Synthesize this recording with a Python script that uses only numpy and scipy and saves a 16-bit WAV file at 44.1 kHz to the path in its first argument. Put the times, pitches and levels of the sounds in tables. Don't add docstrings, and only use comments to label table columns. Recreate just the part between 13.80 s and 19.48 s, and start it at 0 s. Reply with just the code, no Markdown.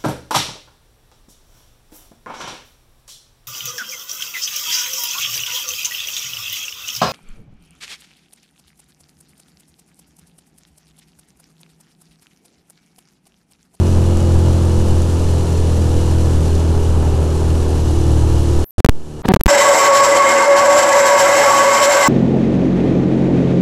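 import sys
import numpy as np
from scipy import signal
from scipy.fft import rfft, irfft
from scipy.io import wavfile
from scipy.ndimage import uniform_filter1d, map_coordinates

SR = 44100
rng = np.random.default_rng(int(sys.argv[2]) if len(sys.argv) > 2 else 0)


def transcribe(signal):
    frames = np.atleast_2d(signal).T
    limited = np.clip(frames, -1, 1)
    pcm = np.round(limited * 32767).astype(np.int16)
    wavfile.write(sys.argv[1], SR, pcm)


def undo_db(level):
    steps = np.asarray(level, float) / 20
    return 10 ** steps


N = 250488

# time in seconds, crank speed in turns per second, exhaust level in dB.
RIDE = [(0, 43.7, -13), (.3, 43.1, -13.5), (.6, 42.8, -13), (1.22, 41.9, -15), (1.42, 42.2, -15),
        (1.63, 41.7, -16), (1.85, 41.4, -14.5), (2.07, 40.6, -14.5), (2.2, 41.2, -14.5),
        (2.55, 40.6, -14.5), (3.2, 40.1, -14.5), (3.37, 39.4, -15.5), (3.6, 40.1, -15), (3.92, 39.5, -15.5),
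        (4.14, 38.4, -15), (4.7, 38.1, -15), (4.8, 38.7, -15.5), (5.2, 37.85, -15.5)]
# time in seconds, height (0 tucked behind the dials, 1 raised into the spray).
HEAD = [(0, 0.16), (1, 0.4), (1.4, 0.46), (2.3, 0.55), (2.9, 0.25), (3.3, 0), (3.7, 0.24), (4.1, 0.52),
        (4.4, 0.46), (4.8, 0.46), (5.3, 0.47)]
SLIP_S = 5.05


def evened(x):
    return x / np.sqrt(np.mean(x ** 2) + 1e-20)


def coloured(points, count=N):
    point_hz, point_db = np.transpose(points)
    hz = np.fft.rfftfreq(count, 1 / SR)
    gain = undo_db(np.interp(np.log(hz + 1), np.log(point_hz + 1), point_db))
    return evened(irfft(rfft(rng.standard_normal(count)) * gain, count))


def wander(hz):
    knots = rng.standard_normal(600)
    return map_coordinates(knots, [np.arange(N) / SR * min(hz, 50) * 2], order=2)


def resonate(x, hz, width_hz):
    pole = signal.iirpeak(hz, hz / width_hz, SR)
    return signal.lfilter(*pole, signal.lfilter(*pole, x))


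def follow(table, column):
    return np.interp(np.arange(N) / SR, [row[0] for row in table], [row[column] for row in table])


def crank():
    turns_per_s = follow(RIDE, column=1) * (1 + .002 * wander(12))
    return np.cumsum(turns_per_s) / SR


def exhaust(turns):
    # crank multiple, levels in dB when pulling, holding, easing.
    pipe = [(1, -26, -25, -24), (2, 0, 0, 0), (3, -9, -12, -4), (4, -17, -13, -12), (5, -13, -24, -24),
            (6, -24, -19, -22), (7, -18, -18, -21), (8, -14, -19, -12), (9, -19, -17, -10),
            (10, -28, -16, -24), (11, -22, -22, -23), (12, -20, -22, -20), (13, -29, -29, -30),
            (14, -31, -27, -27), (15, -31, -31, -32)]
    # time in seconds, throttle (0 pulling, 1 holding, 2 easing).
    throttle_moves = [(1.1, 0), (1.45, .9), (1.85, .9), (2, .2), (2.45, .3), (2.6, 1), (3.95, 1),
                      (4.12, 1.7), (4.55, 2), (4.8, 1.3), (5.1, 1)]
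    lag_turns, lag_most_turns = .22, .45
    even_db = 3
    burble = 2.
    out, throttle = np.zeros(N), follow(throttle_moves, column=1)
    late = np.arange(N) > SLIP_S * SR
    uneven = 1 + burble * np.maximum(throttle - 1, 0) ** 2
    for k, *colour_db in pipe:
        drift_db = min(.25 * k, 1.5) * wander(4)
        db = np.interp(throttle, (0, 1, 2), colour_db) + drift_db + even_db * (-1) ** k * late
        lag = min(lag_turns * abs(k - 2), lag_most_turns) + (k > 6) * rng.random()
        jitter_turns = .004 * k * uneven * wander(20)
        out += undo_db(db) * np.cos(2 * np.pi * (k * turns - lag + jitter_turns))
    firing_db = rng.standard_normal(800)[(2 * turns).astype(int)]
    level_db = follow(RIDE, column=2) + 0.17 * uneven * uniform_filter1d(firing_db, 200)
    return np.sqrt(2) * undo_db(level_db) * out


def beat(turns, depth):
    angle = 2 * np.pi * turns
    return 1 + depth * (np.cos(angle) + 0.54 * np.cos(angle / 2) + 1.4 * np.cos(2 * angle))


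def wind(turns):
    # frequency in Hz, density in dB per Hz.
    buffet_colour = [(1, -3), (3, 0), (12, -2), (22, -8), (32, -13), (50, -21), (150, -30), (600, -62),
                     (2000, -120)]
    roar_colour = [(40, -12), (70, 6.5), (105, 3.5), (150, 4), (200, -6.5), (360, -6), (600, -9.5),
                   (850, -12.5), (1300, -18.5), (2000, -32), (3000, -30), (6000, -120)]
    buffet_db, roar_db, roar_raised_db = -20.5, -32, -3.5
    buffet = undo_db(buffet_db + 1.2 * wander(3)) * coloured(buffet_colour)
    gust_db = .5 * wander(8.7) + 0.48 * wander(30)
    roar = coloured(roar_colour) * beat(turns, 0.056) * undo_db(gust_db)
    band = signal.sosfilt(signal.butter(4, (550, 1800), "band", fs=SR, output="sos"), roar)
    return buffet + undo_db(roar_db + roar_raised_db * follow(HEAD, column=1)) * roar / band.std()


def hiss(turns):
    # frequency in Hz, density in dB per Hz.
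    spray_colour = [(1000, -13), (1600, -3.5), (2100, -8.5), (2900, -2), (4500, -4), (7000, -3.5),
                    (10300, -8), (12300, -15), (14000, -27.5), (15600, -46.5), (16300, -80)]
    # frequency in Hz, width in Hz, level in dB over the hiss.
    casing = [(850, 150, -3), (950, 40, -9), (1730, 100, -15), (2925, 45, -14), (4205, 110, -14),
              (5920, 500, -12), (7100, 300, -17)]
    # time in seconds, level in dB, frequency in Hz.
    ticks = [(0.0702, -20, 6300), (0.3721, -16, 7000), (0.405, -21, 7120), (0.4274, -25, 8290),
             (0.8545, -19, 9120), (0.8809, -23, 6020), (0.9757, -25, 6170), (0.9991, -23, 6100),
             (1.2201, -22, 7600), (1.2965, -24, 8090), (2.7526, -20, 6080), (2.7975, -21, 7250),
             (3.035, -23, 6540), (3.5643, -23, 7510), (3.6311, -24, 8270), (4.5965, -23, 8970)]
    hiss_db, hiss_raised_db, ring_db, ring_raised_db = -37.5, 4.5, -3, 3.5
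    tick_samples, tick_decay_s = 130, .0008
    spray, white = coloured(spray_colour), rng.standard_normal(N)
    head = follow(HEAD, column=1)
    for hz, width_hz, db in casing:
        level_db = db + ring_db + ring_raised_db * head + 0.85 * wander(2.5)
        spray = spray + undo_db(level_db) * evened(resonate(white, hz, width_hz))
    level_db = hiss_db + hiss_raised_db * head + 0.56 * wander(15)
    out = undo_db(level_db) * evened(spray) * beat(turns + 0.48, 0.075)
    fade = np.exp(-np.arange(tick_samples) / SR / tick_decay_s)
    for s, db, hz in ticks:
        grit = resonate(rng.standard_normal(tick_samples), hz, 4500) * fade
        out[round(s * SR):][:tick_samples] += undo_db(db + 1.5) * grit
    return out


def knock():
    start_s, level_db, hz, decay_s = 3.229, -21, 830, .02
    age_s = np.maximum(np.arange(N) / SR - start_s, 0)
    rattle = evened(resonate(rng.standard_normal(N), hz, 150))
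    return undo_db(level_db) * (age_s > 0) * np.exp(-age_s / decay_s) * rattle


def plug(x):
    # time in seconds, gain in dB,
    # bias step in full scale (below 0 held, above 0 a slow thump), pop height in full scale.
    contact = [(0, 0, 0, 0), (4.8433, -62, 0, 0), (4.907, -99, 0, 0), (4.9815, 0, .25, -.12),
               (5.003, -99, 0, .4), (5.0464, -40, -2.4, -.6), (5.0488, -20, .55, .4),
               (5.0617, -99, 0, -.25), (5.0887, -40, -1, -.6), (5.094, -16.5, .42, .5), (5.4195, -39, 0, 0),
               (5.4475, -34, 0, -.03), (5.4567, -24, 0, -.3), (5.4596, -54, 0, 0), (5.462, -8, -.06, 0),
               (5.4833, -24, 0, .25), (5.4875, -34, 0, 1.5), (5.5207, -54, 0, 0),
               (5.5383, -40, -1.05, -.55), (5.5411, -19, .15, .55), (5.547, -99, 0, -.25),
               (5.562, -40, 0, -1.0), (5.5675, -99, 0, -.85), (5.595, -16, .33, 0), (5.6104, -99, 0, -.28),
               (5.6593, -40, -.72, 0), (5.6643, -14, .3, .6)]
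    pop_hz, pop_decay_s = 195, .001
    swing_base, swing_per_step = 2.6, 6.5
    thump_at_once = .1
    boom_hz, boom_lost = 76, .75
    t, table = np.arange(N) / SR, np.array(contact)
    row = np.searchsorted(table[:, 0], t, "right") - 1
    start_s, gain_db, step, jump = table[row].T
    step_change = abs(np.diff(table[:, 2], prepend=0))[row]
    swing = -jump * (swing_base + swing_per_step * step_change)
    age_s = t - start_s
    boom = signal.lfilter(*signal.iirpeak(boom_hz, 1.2, SR), x)
    x = x - boom_lost * (t > SLIP_S) * boom
    gain_db = np.minimum(gain_db + 18 * age_s, 0)
    held = np.exp(-age_s / .035)
    rise = 1 - (1 - thump_at_once) * np.exp(-age_s / .008)
    thump = rise * np.exp(-(age_s / .09) ** 1.5)
    bias = step * np.where(step < 0, held, thump)
    angle = 2 * np.pi * pop_hz * age_s
    pop = np.exp(-age_s / pop_decay_s) * (jump * np.cos(angle) + swing * np.sin(angle))
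    return undo_db(gain_db) * x + bias + pop


def spare_input():
    # start in seconds, end in seconds, start level in dB, end level in dB, repeating share 0-1.
    breaks = [
        (4.8433, 4.907, -64, -68, 0),
        (5.434, 5.4567, -42, -13, .05),
        (5.4567, 5.4596, -16, -14, .05),
        (5.4833, 5.4875, -16, -18, .05),
        (5.4875, 5.5207, -10, -9, .92),
        (5.5633, 5.5675, -11, -6, .5),
    ]
    # multiple of the block rate, level in dB.
    block_partials = [(1, 4), (2, -0.5), (3, -13), (4, -3), (5, -8.5), (6, -31), (7, -19), (8, -25),
                      (9, -33), (10, -40), (11, -25), (12, -48.5), (13, -34), (14, -34.5), (15, -38),
                      (16, -43), (17, -44), (18, -35), (19, -44), (20, -42), (21, -38), (22, -43),
                      (23, -49), (24, -36), (25, -48)]
    # frequency in Hz, density in dB per Hz.
    spare_colour = [(47, -26), (80, 7), (281, -0.5), (955, -4), (1790, -11), (2540, -21), (4000, -22),
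                    (5200, -37), (6760, -85), (11400, -120)]
    open_colour = [(9500, -70), (11200, -18), (12000, 0), (13800, -8), (15900, -20), (16400, -70)]
    # start in seconds, end in seconds, level in dB.
    open_spells = [
        (4.846, 4.906, -43),
        (4.9064, 4.9075, -33),
        (5.424, 5.46, -64),
        (5.636, 5.6372, -16),
    ]
    block_hz, block_start_s = 187.5, 5.4977
    t, out = np.arange(N) / SR, np.zeros(N)
    noise, thin = coloured(spare_colour), coloured(open_colour)
    buzz = np.zeros(N)
    for k, db in block_partials:
        lag = .06 * k * rng.standard_normal()
        buzz -= undo_db(db) * np.cos(2 * np.pi * (k * block_hz * (t - block_start_s) + lag))
    buzz = evened(buzz)
    for start_s, end_s, start_db, end_db, stuck in breaks:
        gain = undo_db(np.interp(t, (start_s, end_s), (start_db, end_db)))
        mixed = np.sqrt(stuck) * buzz + np.sqrt(1 - stuck) * noise
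        out += ((t >= start_s) & (t < end_s)) * gain * mixed
    for start_s, end_s, db in open_spells:
        out += ((t >= start_s) & (t < end_s)) * undo_db(db + 1.8 * wander(50)) * thin
    return out


def scene():
    turns = crank()
    foam = signal.butter(6, 15000, fs=SR, output="sos")
    return signal.sosfilt(foam, exhaust(turns) + wind(turns) + hiss(turns) + knock())[None]


def roll_off(x):
    return signal.sosfilt(signal.butter(12, 18010, fs=SR, output="sos"), x)


def record(dry):
    wired = plug(dry[0]) + spare_input()
    limited = signal.oaconvolve(wired, signal.firwin(127, 16200, fs=SR), "same")
    clipped = np.clip(limited, -.96, .96)
    mix = signal.oaconvolve(clipped, signal.firwin(127, 17900, fs=SR), "same")
    return roll_off(mix[None])


dry = scene()
out = record(dry)
transcribe(out)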